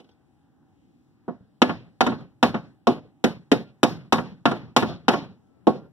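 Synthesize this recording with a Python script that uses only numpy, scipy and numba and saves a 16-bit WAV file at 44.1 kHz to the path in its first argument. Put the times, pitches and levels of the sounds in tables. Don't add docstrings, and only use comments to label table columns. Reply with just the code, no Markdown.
import sys
import numpy as np
from scipy import signal
from scipy.fft import rfft, irfft
from scipy.io import wavfile
from scipy.ndimage import uniform_filter1d
from numba import njit

SR = 44100
rng = np.random.default_rng(int(sys.argv[2]) if len(sys.argv) > 2 else 0)


def magnitude_from_level(level_db):
    exponent = np.asarray(level_db, float) / 20
    return 10 ** exponent


def dump_mix(stems):
    frames = np.atleast_2d(stems).T
    limited = np.clip(frames, -1, 1)
    pcm = np.round(limited * 32767).astype(np.int16)
    wavfile.write(sys.argv[1], SR, pcm)


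N = 261072
RING = int(.45 * SR)

# (time [s], peak [dB], thud [dB], clang [dB], sizzle [dB])
BLOWS = [(1.28, -20.5, 3, -22, -26), (1.618, -2, -1.5, 5, 0.5), (2.007, -2, -4, 3.5, -0.5),
         (2.428, -2, -4.5, 2.5, 1), (2.87, -3, 5.5, -3, -2.5), (3.24, -6.5, 3, 2, 7.5),
         (3.516, -4.5, 5, 2.5, 5.5), (3.831, -3.5, -3.5, 2.5, 11.5), (4.124, -3.5, -5.5, 3, 7),
         (4.455, -2, -5, 0.5, -5), (4.764, -1.5, -8, 2, 8), (5.082, -0.5, -5, 2, 1.5),
         (5.6697, -1, 7, -12, -13)]
# (time [s], peak [dB], thud [dB], sizzle [dB])
BOUNCES = [
    (1.405, -59.5, -5.5, 0),
    (1.694, -13.5, -7, -38),
    (2.065, -8.5, -0.5, -1),
    (2.119, -21.5, 6, -48),
    (2.206, -41, 0, -3.5),
    (2.543, -14.5, -4.5, -16),
    (4.182, -13.5, -1, -15),
    (4.513, -13.5, 0, -3.5),
    (4.824, -10.5, 3.5, -7),
    (5.134, -12, 1, -4),
]
# (time [s], peak [dB])
TOUCHES = [
    (0.0, -47),
    (0.044, -61),
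    (0.09, -57.5),
]
MOVES_S = [1.5, 2.7, 3.1, 3.4, 3.7, 4.3, 5.5]
# (boom [dB], body [dB], knock [dB], clank [dB])
SPOT_VOICES = [(3, 2.5, -1, -5), (1, 0, 0, 0.5), (-1, 1, -1.5, -9), (1, -1, -5, 4), (0.5, 0, -9, 4),
               (-1, -0.5, 2.5, 0.5), (-0.5, -0.5, 0.5, 0), (3, -2, -4.5, -13)]
COLOUR_HZ = [200, 420, 700, 1150, 1700, 2800, 9000]
# (frequency [Hz], level [dB], t60 [s])
PANEL_MODES = [(144, -9.5, 0.9), (218.4, 7.5, 0.35), (248.6, 7.5, 0.45), (298, -14, 0.14), (333, -2, 0.033),
               (380, -4.5, 0.099), (507, -5, 0.25), (514, -6, 0.045), (584.3, -3.5, 0.12), (696.8, 1, 0.12),
               (761, -4.5, 0.3), (858, -3, 0.13), (858.4, 2.5, 0.027), (977, -8.5, 0.018),
               (1097, -2.5, 0.12), (1380, -6, 0.11), (1405, -11.5, 0.028), (1570, -18.5, .08),
               (1704, -14, 0.23), (3030, -19.5, .06), (2990, -22, 0.18), (3700, -19.5, 0.18)]
# (frequency [Hz], level [dB], t60 [s])
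SMALL_MODES = [(41, -44.5, 0.22), (115, -27, 0.21), (235, 2, 0.11), (540, -10, 0.1), (1070, -17, 0.097),
               (1510, -21, 0.078), (2370, -18, 0.06), (3340, -16, 0.026), (4680, -28.5, 0.043),
               (5820, -32, .05), (8100, -41.5, 0.033), (12000, -46, 0.031), (15950, -51, .02)]
# (frequency [Hz], level [dB], t60 [s])
SHELL_SHIVER = [(65, -51, 0.79), (140, -26.5, 0.75), (265, -26.5, 0.53), (500, -30, 0.44), (960, -32, 0.37),
                (2000, -38, 0.42), (3360, -37.5, 0.42), (5300, -44, 0.38), (8000, -57, 0.22),
                (12000, -50.5, 0.29), (14500, -55, 0.3), (16000, -58, .3)]
# (time [s], peak [dB])
CLINKS = [
    (0.0024, -65),
    (0.0444, -63),
    (0.0906, -60),
    (0.1096, -68),
]
# (frequency [Hz], level [dB], t60 [s])
TOOL_MODES = [(1500, 6, 0.37), (3200, 3, 0.13), (3400, 7.5, 0.21), (3870, 6, 0.088), (4800, 6, 0.088),
              (5800, 6, 0.13), (5700, -14.5, 0.092)]
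# (time [s], frequency [Hz], level [dB], t60 [s])
KNEE_BUMP = (1.408, 125, -40, .13)
# (frequency [Hz], density [dB per Hz])
YARD_HUM = [(18, -51.5), (30, -34.5), (118, 3.5), (204, -6), (287, 1.5), (473, -29), (584, -21.5),
            (721, -23), (780, -18), (937, -25.5), (1720, -26.5), (1960, -29.5), (3200, -35.5),
            (16000, -53.5)]
# (frequency [Hz], level [dB], start [s], end [s])
WHINES = [
    (769, -82, -1, 7),
    (830, -86, -1, 7),
    (1325, -82, 5.43, 5.64),
    (1400, -69, 5.72, 5.9),
    (1400, -73, 3.57, 3.72),
]
# (frequency [Hz], level [dB])
PORT_BALANCE = [(120, -2.5), (300, -0.5), (700, -0.5), (1600, -1), (5000, 3), (9000, 3), (15000, 4.5)]


def hammer():
    hit = strikes()
    s, peak_db, clang_db = hit["s"], hit["peak"], hit["clang"]
    count = 1500
    small_hz = 40 + 16000 * rng.random(count) ** 1.5
    small_t60 = along(SMALL_MODES, small_hz, column=2) * np.exp(0.04 * rng.standard_normal(count))
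    small_gain = magnitude_from_level(-14 + along(SMALL_MODES, small_hz)) * (small_hz / 1000) ** (1 / 6)
    big_hz, big_db, big_t60 = np.transpose(PANEL_MODES)
    big = len(big_hz)
    hz = np.r_[big_hz, small_hz]
    hand_t60_s = .16
    bank = rings(hz, np.r_[np.minimum(big_t60, hand_t60_s), small_t60], RING)

    same_spot, scatter_db, stray_db = 0.35, 2.0, 3.0
    spot = rng.standard_normal(count)
    chance = rng.standard_normal((len(s), 3, len(hz)))
    chance[:, 0, :big] = (-1.) ** np.arange(big) * magnitude_from_level(scatter_db * chance[:, 0, :big])
    chance[:, 0, big:] = np.sqrt(same_spot) * spot + np.sqrt(1 - same_spot) * chance[:, 0, big:]
    gain = magnitude_from_level(tint_db(hz)) * np.r_[magnitude_from_level(-13.5 + big_db), small_gain]

    t = np.arange(RING) / SR
    spread_s = .004 * magnitude_from_level(-0.19 * clang_db)[:, None]
    spread = 1 - 0.68 * np.exp(-(t / spread_s) ** 2)
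    shape = magnitude_from_level(peak_db[:, None] - hit["damp"][:, None] * t) * spread
    direct, left, right = ((gain * chance[:, k]).astype(np.float32) @ bank * shape for k in range(3))

    contact_s = .0002 * magnitude_from_level(-.2 * clang_db)[:, None]
    x = (t - .001) / contact_s
    thump_db = 6 + hit["jump"] + peak_db + .8 * tint_db(1000)
    direct += magnitude_from_level(thump_db[:, None]) * -x * np.exp(.5 - x ** 2 / 2)
    return np.array([place(s, direct), magnitude_from_level(stray_db) * place(s, left), magnitude_from_level(stray_db) * place(s, right)])


def strikes():
    blows = np.array(BLOWS)
    s, peak, thud, sizzle = np.transpose(BOUNCES)
    parent = blows[np.searchsorted(blows[:, 0], s) - 1]
    touch_thud_db, touch_clang_db, touch_sizzle_db = 9, 12, 8
    blow_rows = np.c_[blows, blows[:, 2], 0 * blows[:, 0]]
    bounce_rows = np.c_[s, peak, thud, parent[:, 3] - 5.5, sizzle, parent[:, 2], 1 + 0 * s]
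    touch_rows = [(*row, touch_thud_db, touch_clang_db, touch_sizzle_db, 0, 0) for row in TOUCHES]
    rows = np.r_[blow_rows, bounce_rows, touch_rows]
    s, peak, thud, clang, sizzle, backing, bounce = rows[np.argsort(rows[:, 0])].T
    touch = s < BLOWS[0][0]
    return dict(
        s=s, peak=peak, thud=thud, clang=clang, sizzle=sizzle,
        boom=np.minimum(-7 - 2.9 * peak, 3.5),
        knock=2.5 * bounce,
        jump=-5.5 + .2 * clang - 6 * bounce,
        shiver=1 - 3.25 * bounce + 8 * touch,
        damp=9.5 + 2.1 * backing - 0.21 * clang)


def tint_db(hz):
    hit = strikes()
    spot_boom, body, spot_knock, clank = np.array(SPOT_VOICES)[np.searchsorted(MOVES_S, hit["s"])].T
    marks = np.array([hit["boom"] + spot_boom, hit["thud"], body, hit["knock"] + spot_knock,
                      hit["knock"] + clank, hit["clang"], hit["sizzle"]])
    return np.array([np.interp(np.log(hz), np.log(COLOUR_HZ), mark) for mark in marks.T])


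def rattle():
    hit = strikes()
    t, out = np.arange(RING) / SR, 0
    grain_db, grain = 1.1, walk(45)
    for hz, noise in bands(20, ripple_db=2.5):
        start_db = hit["peak"] + along(SHELL_SHIVER, hz) + 0.51 * tint_db(hz) + hit["shiver"]
        fall_db = (60 / along(SHELL_SHIVER, hz, column=2) + 2 * hit["damp"][:, None]) * t
        fall_db += 9 * (t / 0.3) ** 6
        rise = 1 - np.exp(-t / (0.0026 + 1.8 / hz))
        power = place(hit["s"], (magnitude_from_level(start_db[:, None] - fall_db) * rise) ** 2)
        out = out + np.sqrt(power) * magnitude_from_level(grain_db * (grain + walk(30))) * noise
    return out


def clinks():
    hz, db, t60 = np.transpose(TOOL_MODES)
    s, peak_db = np.transpose(CLINKS)
    scatter_db = 2.2 * rng.standard_normal((len(s), len(hz)))
    gain = magnitude_from_level(peak_db[:, None] - 15 + db + scatter_db)
    return place(s, gain @ rings(hz, t60, RING)) * magnitude_from_level(4.4 * walk(150))


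def bump():
    s, hz, db, t60 = KNEE_BUMP
    modes = rings(hz * np.array([1, 1.5]), np.array([t60, t60]), RING)
    return place([s], magnitude_from_level(db) * modes.sum(axis=0, keepdims=True))


def yard():
    level_db, flicker_db = -59.5, -1.5
    swell, out = walk(0.25), 0
    for hz, noise in bands(34):
        band_db = along(YARD_HUM, hz) + .5 * swell + flicker_db * walk(8)
        out = out + magnitude_from_level(band_db) * np.sqrt(hz) * noise
    return out * magnitude_from_level(level_db) / out.std()


def whines():
    t, out = np.arange(N) / SR, 0
    for hz, db, start, end in WHINES:
        gate = np.clip(np.minimum(t - start, end - t) / .03, 0, 1)
        phase = 2 * np.pi * np.cumsum(hz * (1 + .0015 * walk(6))) / SR
        out = out + 2 * magnitude_from_level(db + 1.2 * walk(5)) * gate * np.sin(phase)
    return out


def wind():
    sos = signal.butter(2, [40, 300], "bandpass", fs=SR, output="sos")
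    gust = signal.sosfilt(sos, rng.standard_normal((2, N))) * magnitude_from_level([2.0 * walk(5), 2.0 * walk(4)])
    return gust * magnitude_from_level([[-46], [-56]])


def along(table, hz, column=1):
    table = np.array(table)
    log_hz = np.log(np.maximum(table[:, 0], 1.))
    return np.interp(np.log(np.maximum(hz, 1.)), log_hz, table[:, column])


@njit
def rings(hz, t60, size):
    out = np.zeros((len(hz), size), np.float32)
    for k in range(len(hz)):
        z = 1 + 0j
        turn = np.exp(2j * np.pi * hz[k] / SR - np.log(1000) / (t60[k] * SR))
        for i in range(size):
            out[k, i] = z.imag
            if abs(z.real) + abs(z.imag) < 1e-6:
                break
            z *= turn
    return out


def place(times, sounds):
    out = np.zeros(N + RING)
    for s, sound in zip(times, sounds):
        out[int(s * SR):int(s * SR) + RING] += sound
    return out[:N]


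def walk(rate_hz):
    k = int(SR / rate_hz)
    held = np.repeat(rng.standard_normal(N // k + 1), k)
    return 2.1 * uniform_filter1d(uniform_filter1d(held, k), k)[:N]


def bands(low_hz, ripple_db=0):
    hz = np.maximum(np.fft.rfftfreq(N, 1 / SR), 1.)
    knots_hz = np.arange(0, SR / 2, 35)
    ripple = np.interp(hz, knots_hz, rng.standard_normal(len(knots_hz)))
    noise = rfft(rng.standard_normal((3, N))) * magnitude_from_level(ripple_db * np.minimum(hz / 1500, 1) * ripple)
    for centre_hz in low_hz * 2 ** np.arange(0, np.log2(18000 / low_hz), .5):
        band = irfft(noise * np.clip(1 - 2 * np.abs(np.log2(hz / centre_hz)), 0, 1), N)
        yield centre_hz, band / band.std()


def steep(x, hz):
    return signal.sosfilt(signal.ellip(6, .5, 50, hz, fs=SR, output="sos"), x)


def ports(direct, left, right):
    spread_hz, capsule_lag_s, capsule_db = 1700, .0001, -2.13
    beam_s, beam_share, beam_fade_hz, shelf_hz = 0.0004463, 0.73, 11100, 378
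    hz = np.fft.rfftfreq(N, 1 / SR)
    apart = 1j * hz / (spread_hz + 1j * hz)
    lag = magnitude_from_level(capsule_db) * np.exp(2j * np.pi * hz * capsule_lag_s)
    a = rfft(direct) + apart * rfft(left)
    b = rfft(direct) * lag + apart * rfft(right)
    late = beam_share / (1 + (hz / beam_fade_hz) ** 2) * np.exp(-2j * np.pi * hz * beam_s)
    shelf = (shelf_hz + 1j * hz) / (60 + 1j * hz) / 2
    tilt = magnitude_from_level(along(PORT_BALANCE, hz) / 2)
    return irfft(shelf * np.array([(a - late * b) * tilt, (b - late * a) / tilt]), N)


def scene():
    field = hammer()
    field += rattle() * magnitude_from_level([[0], [.5], [.5]])
    field += yard() * magnitude_from_level([[0], [3.0], [3.0]])
    field[0] += whines() + clinks() + bump()
    return ports(*field) + wind()


def band_limit(x):
    return signal.sosfilt(signal.butter(12, 16530, fs=SR, output="sos"), x)


def record(dry):
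    hiss_db, top_hz, hiss_top_hz, rumble_hz = -92, 15100, 15800, 68
    x = steep(dry, top_hz) + magnitude_from_level(hiss_db) * steep(rng.standard_normal(dry.shape), hiss_top_hz)
    x = signal.sosfilt(signal.butter(2, rumble_hz, "highpass", fs=SR, output="sos"), x)
    x = np.clip(2.09 * np.tanh(x / 1.676), -1, 1)
    return band_limit(steep(x, 16000))


dry = scene()
out = record(dry)
dump_mix(out)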